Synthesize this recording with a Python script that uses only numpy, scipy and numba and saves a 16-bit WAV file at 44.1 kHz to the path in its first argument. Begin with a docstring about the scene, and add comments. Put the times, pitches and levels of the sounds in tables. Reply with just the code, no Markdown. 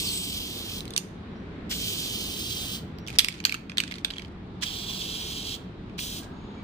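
"""Outdoors, over a low town rumble and a few faint birds, an aerosol can sprays foam onto a finned coil.
The first burst is under way at the start, its jet a shaped noise with a gliding valve whistle. The can is
then shaken: its ball strikes the steel wall and rings damped modes. A second burst, a longer shaking and two
more bursts follow. A diffuse tail surrounds the can, an arm's length right of a two-port phone."""
import sys
import numpy as np
from scipy import signal
from scipy.fft import rfft, irfft, next_fast_len
from scipy.io import wavfile
from scipy.ndimage import uniform_filter1d, map_coordinates
from numba import njit

SR = 44100
rng = np.random.default_rng(int(sys.argv[2]) if len(sys.argv) > 2 else 0)


def dump_mix(stems):
    """Bounce the given channels to the path in sys.argv[1] as a 16-bit WAV at rate SR."""
    frames = np.atleast_2d(stems).T  # one column per channel
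    limited = np.clip(frames, -1, 1)  # hard clip at full scale
    pcm = np.round(limited * 32767).astype(np.int16)
    wavfile.write(sys.argv[1], SR, pcm)


N = 292383
TIME, SIZE = np.arange(N) / SR, next_fast_len(N)
FREQ = np.maximum(np.arange(SIZE // 2 + 1) * SR / SIZE, 1)

# Swings of the can. Each row: start in seconds, end in seconds, treble tilt of the knocks in dB per octave,
# bass tilt in dB per octave (both for a usual blow), liquid level in dB, mean level of small ticks in dB.
SWINGS = [(.80, 0.966, -2.5, -23, -60, -44), (3.063, 3.16, -5, -10, -49, -33),
          (3.177, 3.383, -7, -7, -48, -35), (3.435, 3.56, -9.5, -3.5, -50, -33),
          (3.685, 3.73, -14.5, -1, -60, -42), (3.766, 3.991, -10.5, -6, -49.5, -32),
          (4.038, 4.26, -16, -7.5, -53, -32.5)]


def undb(db):
    """Level in decibels to amplitude ratio."""
    return 10 ** (np.asarray(db) / 20)


def along(table):
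    """Spectrum interpolation: a (Hz, value) table read on a logarithmic frequency axis."""
    hz, value = np.transpose(table)
    return np.interp(np.log(FREQ), np.log(hz), value)


def noise(gain, channels=1):
    """Spectral shaping: white noise weighted by a gain at each frequency, scaled to rms 1."""
    white = rng.standard_normal((channels, SIZE))
    shaped = irfft(rfft(white) * gain, SIZE)[:, :N]
    return shaped / np.sqrt(np.mean(shaped ** 2))


def bell(hz, octaves):
    """Band-pass response: a Gaussian on the octave scale around a centre."""
    return np.exp(-.5 * (np.log2(FREQ / hz) / octaves) ** 2)


def walk(rate):
    """Slow random modulation: levels held 1 / rate seconds and smoothed twice, spread near 1."""
    hold = int(SR / rate)
    steps = np.repeat(rng.standard_normal(N // hold + 1), hold)
    smooth = uniform_filter1d(uniform_filter1d(steps, hold), hold)
    return 1.3 * smooth[:N]


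def ports(shared, apart, lead_s, alike):
    """Arrival time and partial coherence: the left port hears the source earlier, partly by another path."""
    alike = np.clip(alike, 0, 1)
    ahead = np.round(lead_s * SR).astype(int)
    early = shared[np.clip(np.arange(N) + ahead, 0, N - 1)]
    return np.array([alike * early + np.sqrt(1 - alike ** 2) * apart, shared])


def sides(pan_db):
    """Interaural level difference: left and right gains for left minus right in dB."""
    return undb(np.array([pan_db, -pan_db]) / 2)


@njit
def duck(x, top, ratio, attack, release):
    """Dynamic compression: gain falls quickly when the envelope passes a level and recovers slowly."""
    gain, envelope = np.ones(len(x)), 0.
    for i in range(len(x)):
        envelope += (x[i] - envelope) * (attack if x[i] > envelope else release)
        if envelope > top:
            gain[i] = (top / envelope) ** (1 - 1 / ratio)
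    return gain


def town():
    """Diffuse field of traffic and machines: octave bands swell independently, alike at both ports in the bass."""
    # Spectrum of the rumble. Each row: frequency in Hz, relative level in dB per Hz.
    town_spectrum = [(15, -56), (25, -11.5), (96, -4.5), (140, -9), (183, -3), (240, -8.5), (433, -13.5),
                     (509, -21.5), (1140, -25), (2300, -32), (2770, -35), (3830, -35.5), (5730, -51),
                     (8810, -61.5), (15500, -86.5)]
    # Coherence of the ports. Each row: frequency in Hz, likeness of left and right from -1 to 1.
    likeness = [(60, 0.98), (130, 0.99), (290, 0.92), (640, 0.45), (1410, -0.053), (3100, 0.12),
                (6820, -0.2), (15000, 0.2)]
    # Swell of the whole rumble. Each row: time in seconds, level change in dB.
    swell = [(0, 0), (1, 0.5), (1.6, 2.5), (2.3, 2), (3, 0), (4, 0), (5, 1), (5.8, 0), (6.63, 0)]
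    level_db = -38.5
    alike = np.clip(along(likeness), -.95, .995)
    spectrum = undb(along(town_spectrum))
    out = 0
    for k in range(10):
        # overlapping bands, one octave apart from 30 Hz
        gain = spectrum * np.cos(np.pi / 2 * np.clip(np.log2(FREQ / 30) - k, -1, 1))
        white = rfft(rng.standard_normal((2, SIZE)))
        mid, side = irfft(white * gain * np.sqrt([1 + alike, 1 - alike]), SIZE)[:, :N]
        band_swell = undb(1.0 * walk(1.5) + 0.87 * walk(9))
        out = out + band_swell * np.array([mid + side, mid - side])
    level = undb(level_db + np.interp(TIME, *np.transpose(swell)))
    return out * level / np.sqrt(np.mean(out ** 2))


def birds():
    """Frequency modulation: far, thin gliding tones, their pitch and level blurred by leaves and air."""
    # Far calls. Each row: start in seconds, length in seconds, start pitch in Hz, end pitch in Hz,
    # mean level in dB, blur as a share of pitch.
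    calls = [(1.307, 0.15, 5500, 5900, -69.5, .04), (2.964, 0.092, 5660, 5650, -63, 0.022),
             (6.19, 0.19, 1626, 1624, -58.5, 0.037), (6.32, 0.31, 6680, 6700, -71.5, 0.011),
             (6.57, 0.055, 2310, 2300, -57, 0.017)]
    out = np.zeros((2, N))
    waver, flutter = walk(500), walk(150)
    for start, length_s, start_hz, end_hz, db, blur in calls:
        part = np.clip((TIME - start) / length_s, 0, 1)
        pitch = (start_hz + (end_hz - start_hz) * part) * (1 + blur * waver)
        phase = 2 * np.pi * np.cumsum(pitch) / SR
        envelope = np.abs(np.sin(np.pi * part)) ** 0.27 * (part < 1)
        out += undb(db + 3.5 * flutter) * envelope * np.sin(phase)
    return out


def yard(dry):
    """Diffuse reverberation: fins, paving and wall return a decaying noise tail, another one to each port."""
    t60_s, level_db = 0.39, -12
    t = np.arange(int(.5 * SR)) / SR
    tail = rng.standard_normal((2, len(t))) * np.exp(-np.log(1000) * t / t60_s) * (t > .004)
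    # the treble dies sooner
    dull = signal.lfilter([.4], [1, -.6], tail)
    tail = dull + (tail - dull) * np.exp(-t / 0.045)
    tail = tail / np.sqrt((tail ** 2).sum(axis=1, keepdims=True))
    return undb(level_db) * signal.fftconvolve(dry, tail, axes=1)[:, :N]


def small_ticks():
    """Random impacts: faint bounces of the ball in each swing, as (seconds, level in dB, ring in Hz)."""
    # Number of small ticks in each swing.
    tick_counts = [0, 3, 6, 4, 0, 6, 5]
    middle_hz, spread_oct, spread_db = 2680, 0.32, 3.5
    ticks = []
    for (start, end, *_, db), count in zip(SWINGS, tick_counts):
        for _ in range(count):
            moment = start + (end - start) * rng.random()
            level_db = db + spread_db * rng.standard_normal()
            ring_hz = middle_hz * 2 ** (spread_oct * rng.standard_normal())
            ticks.append((moment, level_db, ring_hz))
    return ticks


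def blow(ring_hz, treble_db, body_db):
    """Modal impact: a chattering contact drives wall modes that hand and liquid choke; peak 1 at each port."""
    # Modes of the can wall. Each row: nominal frequency in Hz, mean level in dB before the tilts,
    # decay by 60 dB in seconds before the choking limit.
    can_modes = [(1150, -7, 0.0043), (1744, -6.5, 0.0068), (2387, -8, 0.0075), (3200, -6, 0.0069),
                 (3860, -8, 0.006), (4600, -4, 0.0039), (6110, -7, 0.0048), (7500, -6.5, 0.0033),
                 (8410, -3.5, 0.0046), (9960, -11, 0.0038), (12750, -8, 0.0024), (13380, -8, 0.0035)]
    t = np.arange(2200) / SR
    hz, db, t60 = np.array(can_modes + [(ring_hz, -1.0, 30 / ring_hz)]).T[:, :, None]
    # octaves above and below the middle, for the treble and bass tilts
    bright = np.clip(np.log2(hz / 4500), 0, 1.1)
    deep = np.clip(np.log2(3100 / hz), 0, 1.4)
    chance = rng.standard_normal((3, len(hz), 1))
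    db = db + treble_db * bright + body_db * deep + 2.0 * chance[0]
    phase = 2 * np.pi * hz * (1 + 0.054 * chance[1]) * t
    sign = (-1) ** np.arange(len(hz))[:, None]
    decay = undb(db) * np.exp(-np.log(1000) * t / np.minimum(t60, .016)) * sign
    # each mode's phase shifts at the onset in the left port only
    onset = 1 - np.exp(-t / 0.00024)
    rings = np.array([decay * np.sin(phase + shift * onset) for shift in (1.6 * chance[2], 0)])
    contact = rng.standard_normal(len(t)) * t / 0.0015 * np.exp(-t / 0.00064)
    # steel on steel pushes more evenly at all frequencies
    push = rfft(contact)
    contact = irfft(push / np.abs(push) ** .6, len(t)) * np.exp(-t / .004)
    contact = contact / np.sqrt(np.sum(contact ** 2))
    # stirred liquid dies away, unlike at the two ports, and drives all modes but the blow's own ring
    stir = 0.037 * rng.standard_normal((2, len(t))) * np.exp(-t / 0.0087)
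    knock = signal.fftconvolve(rings.sum(axis=1), contact[None], axes=1)
    stirred = signal.fftconvolve(rings[:, :-1].sum(axis=1), stir, axes=1)
    both = (knock + stirred)[:, :len(t)]
    both = signal.sosfilt(signal.butter(5, 1050, "high", fs=SR, output="sos"), both)
    return both / np.abs(both).max(axis=1, keepdims=True)


def shaking():
    """Impact and agitation: the ball knocks, louder and later at the right port, and liquid patters."""
    # Clear blows of the ball. Each row: time in seconds, peak level in dB midway between the ports,
    # nominal ring frequency in Hz.
    clacks = [(0.8053, -22, 4000), (0.8533, -29, 2130), (0.8779, -29, 4030), (0.905, -26.5, 3540),
              (0.9363, -25.5, 3540), (0.9627, -10, 3470), (0.9696, -31, 3920), (0.9736, -16, 4300),
              (0.977, -5, 6500), (2.985, -33, 2200), (3.074, -26, 5960), (3.0826, -21.5, 2670),
              (3.1017, -26, 2600), (3.1272, -31, 2140), (3.186, 6.5, 4920), (3.1914, 7.5, 3610),
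              (3.2036, -10, 2720), (3.245, -5, 2350), (3.2841, -7, 2470), (3.3054, -27, 2390),
              (3.3238, -26, 4150), (3.4015, -19.5, 2400), (3.4395, -22, 3260), (3.4507, 4.5, 4220),
              (3.4685, -16, 2650), (3.4942, -11, 2450), (3.5167, -22, 3150), (3.5223, -9.5, 2540),
              (3.542, -13.5, 1254), (3.5465, -17, 2480), (3.696, -22, 2460), (3.717, -25, 2540),
              (3.7714, -15, 3300), (3.7814, -1.5, 3240), (3.8013, -5, 3340), (3.836, -16.5, 1780),
              (3.8785, -25.5, 1790), (3.91, -29, 1780), (3.921, -20.5, 2560), (3.9396, -22.5, 3530),
              (3.9552, -25.5, 3550), (3.983, -29, 3200), (4.0465, -6, 3240), (4.103, -18, 3000),
              (4.107, -19.5, 3960), (4.1363, -24, 3090), (4.1669, -26.5, 3240), (4.182, -19, 3100),
              (4.2198, -28.5, 3100), (4.2475, -29.5, 3175), (5.896, -40, 2700)]
    # harder blows sound thinner and brighter: tilt change per dB over a usual blow
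    usual_blow_db, treble_per_db, body_per_db = -15, 0.17, -0.13
    slosh_rise_s, slosh_dies_db_per_s = 0.027, 299
    out = np.zeros((2, N + 5000))
    starts = [swing[0] for swing in SWINGS]
    for moment, db, ring_hz in clacks + small_ticks():
        treble_db, body_db = SWINGS[np.searchsorted(starts, moment) - 1][2:4]
        hard = db - usual_blow_db
        knock = blow(ring_hz, treble_db + treble_per_db * hard, body_db + body_per_db * hard)
        knock = knock * undb(db) * sides(-6.0)[:, None]
        for ear, lag_s in enumerate((0, .0003)):
            i = int((moment + lag_s) * SR)
            out[ear, i:i + knock.shape[1]] += knock[ear]
    wash = 0
    for start, end, _, _, db, _ in SWINGS:
        rise = np.clip((TIME - start) / slosh_rise_s, 0, 1)
        wash = wash + rise * undb(db - slosh_dies_db_per_s * np.maximum(TIME - end, 0))
    patter = wash * undb(4.5 * walk(300))
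    return out[:, :N] + patter * noise(bell(2500, 1.0), channels=2) * sides(-2.0)[:, None]


def burst_controls():
    """Valve flow envelope: quick opening, even drift in dB while held, slower shutting; other columns held."""
    # Presses of the valve. Each row: opening in seconds, shutting in seconds, shutting rate in dB per second,
    # jet level at first in dB, jet level at last in dB, upper hiss over jet in dB, top hiss over jet in dB,
    # nozzle ring over jet in dB, mean left minus right in dB before shading, mean left port lead in ms.
    bursts = [(-.05, 0.79, 400, -30.5, -39, -7.5, -4, -4, -3.5, 0.16),
              (1.694, 2.76, 398, -35, -37, -4, -3.5, -1.5, -3.5, 0.16),
              (4.61, 5.553, 902, -35.5, -36, -6.5, -8.5, 0.5, -6, .33),
              (5.978, 6.193, 480, -36.5, -40, -1.5, -2.5, -1.5, -6, 0.34)]
    opening_s = 0.026
    rows = np.array(bursts)
    # each row takes over 0.1 s before its valve opens
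    now = rows[np.maximum(np.searchsorted(rows[:, 0] - .1, TIME) - 1, 0)].T
    opens, shuts, shuts_db_per_s, first_db, last_db = now[:5]
    held = first_db + (last_db - first_db) * np.clip((TIME - opens) / (shuts - opens), 0, 1)
    opening_db = 10 * np.log10(np.clip((TIME - opens) / opening_s, 1e-12, 1))
    jet_db = held + opening_db - shuts_db_per_s * np.maximum(TIME - shuts, 0)
    return (jet_db, *now[5:])


def jet_hiss(controls, sputter, lead_s):
    """Turbulent jet noise: gas and droplets in three parts of one spectrum, each with its own level."""
    # Spectrum of the jet. Each row: frequency in Hz, relative level in dB per Hz.
    jet_spectrum = [(880, -45), (1500, -30), (1910, -27.5), (2210, -17), (3260, -4.5), (3670, -6),
                    (4720, -7.5), (7530, -10.5), (8380, -9.5), (9980, -18.5), (10800, -26), (12500, -17),
                    (13500, -26), (15300, -10), (16000, -24)]
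    upper_hz, top_hz = 5000, 9500
    jet_db, upper_db, top_db, _, pan_db = controls
    low = 1 / (1 + (FREQ / upper_hz) ** 8)
    high = 1 / (1 + (top_hz / FREQ) ** 16)
    # share of power, level over the jet in dB, share of the side difference, likeness of the ports;
    # the phone body shades the left port most in the low part
    parts = [(low, 0, 1.0, .75), (1 - low - high, upper_db, .25, .6), (high, top_db, .15, .45)]
    out = 0
    for share, rel_db, shade, alike in parts:
        gain = undb(along(jet_spectrum)) * np.sqrt(np.abs(share))
        pair = ports(*noise(gain, channels=2), lead_s, alike)
        out = out + pair * undb(jet_db + rel_db + sputter + 0.4 * walk(40)) * sides(shade * pan_db)
    return out


def nozzle_ring(controls, sputter, lead_s):
    """Cavity resonance: the jet excites narrow noise bands whose pitch wavers."""
    # Cavities at the nozzle. Each row: centre in Hz, width in octaves, level over the ring level in dB.
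    cavities = [(3230, 0.053, -3), (3980, 0.11, -9.5)]
    waver = 0.022  # share of pitch
    jet_db, _, _, ring_db, pan_db = controls
    out = 0
    for hz, octaves, db in cavities:
        # reading the ring faster or slower makes its pitch waver
        reading = np.cumsum(1 + waver * walk(5))
        ring = map_coordinates(noise(bell(hz, octaves))[0], [reading], mode="wrap")
        pair = ports(ring, 0, lead_s, 0.71)
        out = out + pair * undb(jet_db + ring_db + db + sputter) * sides(0.45 * pan_db)
    return out


def half_open_valve(sputter, lead_s):
    """Flow-excited tone and narrow-band hiss: the half-open valve whistles and a sharp band rides on the jet."""
    # Whistle. Each row: time in seconds, mean pitch in Hz, mean level in dB.
    whistle = [(0, 6840, -45), (0.051, 5370, -38.5), (0.076, 4500, -29.5), (0.109, 4090, -33.5),
               (.13, 4000, -60)]
    # Sharp band of hiss. 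Each row: time in seconds, level in dB before the sputter.
    sharp_levels = [(0, -36), (.09, -39), (.155, -31.5), (.25, -39), (.36, -50)]
    sharp_hz, sharp_oct = 8160, 0.079
    moment, hz, db = np.transpose(whistle)
    pitch = np.interp(TIME, moment, hz) * (1 + .04 * walk(600))
    phase = 2 * np.pi * np.cumsum(pitch) / SR
    tone = np.sin(phase) * undb(np.interp(TIME, moment, db, right=-200) + 3.1 * walk(175))
    sharp = ports(*noise(bell(sharp_hz, sharp_oct), channels=2), lead_s, 0.25)
    sharp_db = np.interp(TIME, *np.transpose(sharp_levels), right=-200)
    return tone + sharp * undb(sharp_db + sputter)


def liquid_spits(pan_db, lead_s):
    """Transient two-phase flow: liquid spat as the valve opens or shuts makes short puffs of noise."""
    # Spits. Each row: centre in seconds, mean level in dB at the centre, Gaussian length in seconds,
    # centre frequency in Hz.
    spits = [(1.721, -26, 0.0079, 3200), (4.633, -24.5, 0.0063, 3280), (5.991, -28.5, 0.0038, 2800),
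             (6.24, -48.5, 0.0095, 4500)]
    out = 0
    for moment, db, length_s, hz in spits:
        puff = undb(db + 2.6 * walk(500)) * np.exp(-.5 * ((TIME - moment) / length_s) ** 2)
        spectrum = bell(hz, 0.78) + 0.41 * bell(1034, 0.069)
        out = out + puff * ports(*noise(spectrum, channels=2), lead_s, 0.19) * sides(pan_db)
    return out


def spray():
    """Aeroacoustic superposition: jet, nozzle, valve and spits, most flickering as the foam sputters."""
    jet_db, upper_db, top_db, ring_db, pan_db, lead_ms = burst_controls()
    # the hand sweeps the can along the coil
    lead_s = (lead_ms + 0.03 * walk(2.6)) / 1000
    pan_db = pan_db + 1.16 * walk(4)
    sputter = 0.74 * walk(30) + 0.99 * walk(150) + 0.78 * walk(4.4)  # dB
    controls = jet_db, upper_db, top_db, ring_db, pan_db
    flow = jet_hiss(controls, sputter, lead_s) + nozzle_ring(controls, sputter, lead_s)
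    return flow + half_open_valve(sputter, lead_s) + liquid_spits(pan_db, lead_s)


def scene():
    """Linear superposition: the can with its echoes over birds and town."""
    jet, ball = spray(), shaking()
    echoes = yard(jet + undb(-4.5) * ball)
    return jet + ball + echoes + birds() + town()


def record(dry):
    """Compression, saturation and band limiting: the phone lowers its gain when loud, rounds peaks, cuts the top."""
    top_hz, full = 15500, .72
    attack_s, release_s = 0.0034, .5
    loudest = np.abs(dry).max(axis=0)
    gain = duck(loudest, undb(-30.5), 1.204, 1 / (attack_s * SR), 1 / (release_s * SR))
    rounded = full * np.tanh(dry * gain / full)
    return signal.sosfilt(signal.ellip(14, .2, 90, top_hz, fs=SR, output="sos"), rounded)


dry = scene()
out = record(dry)
dump_mix(out)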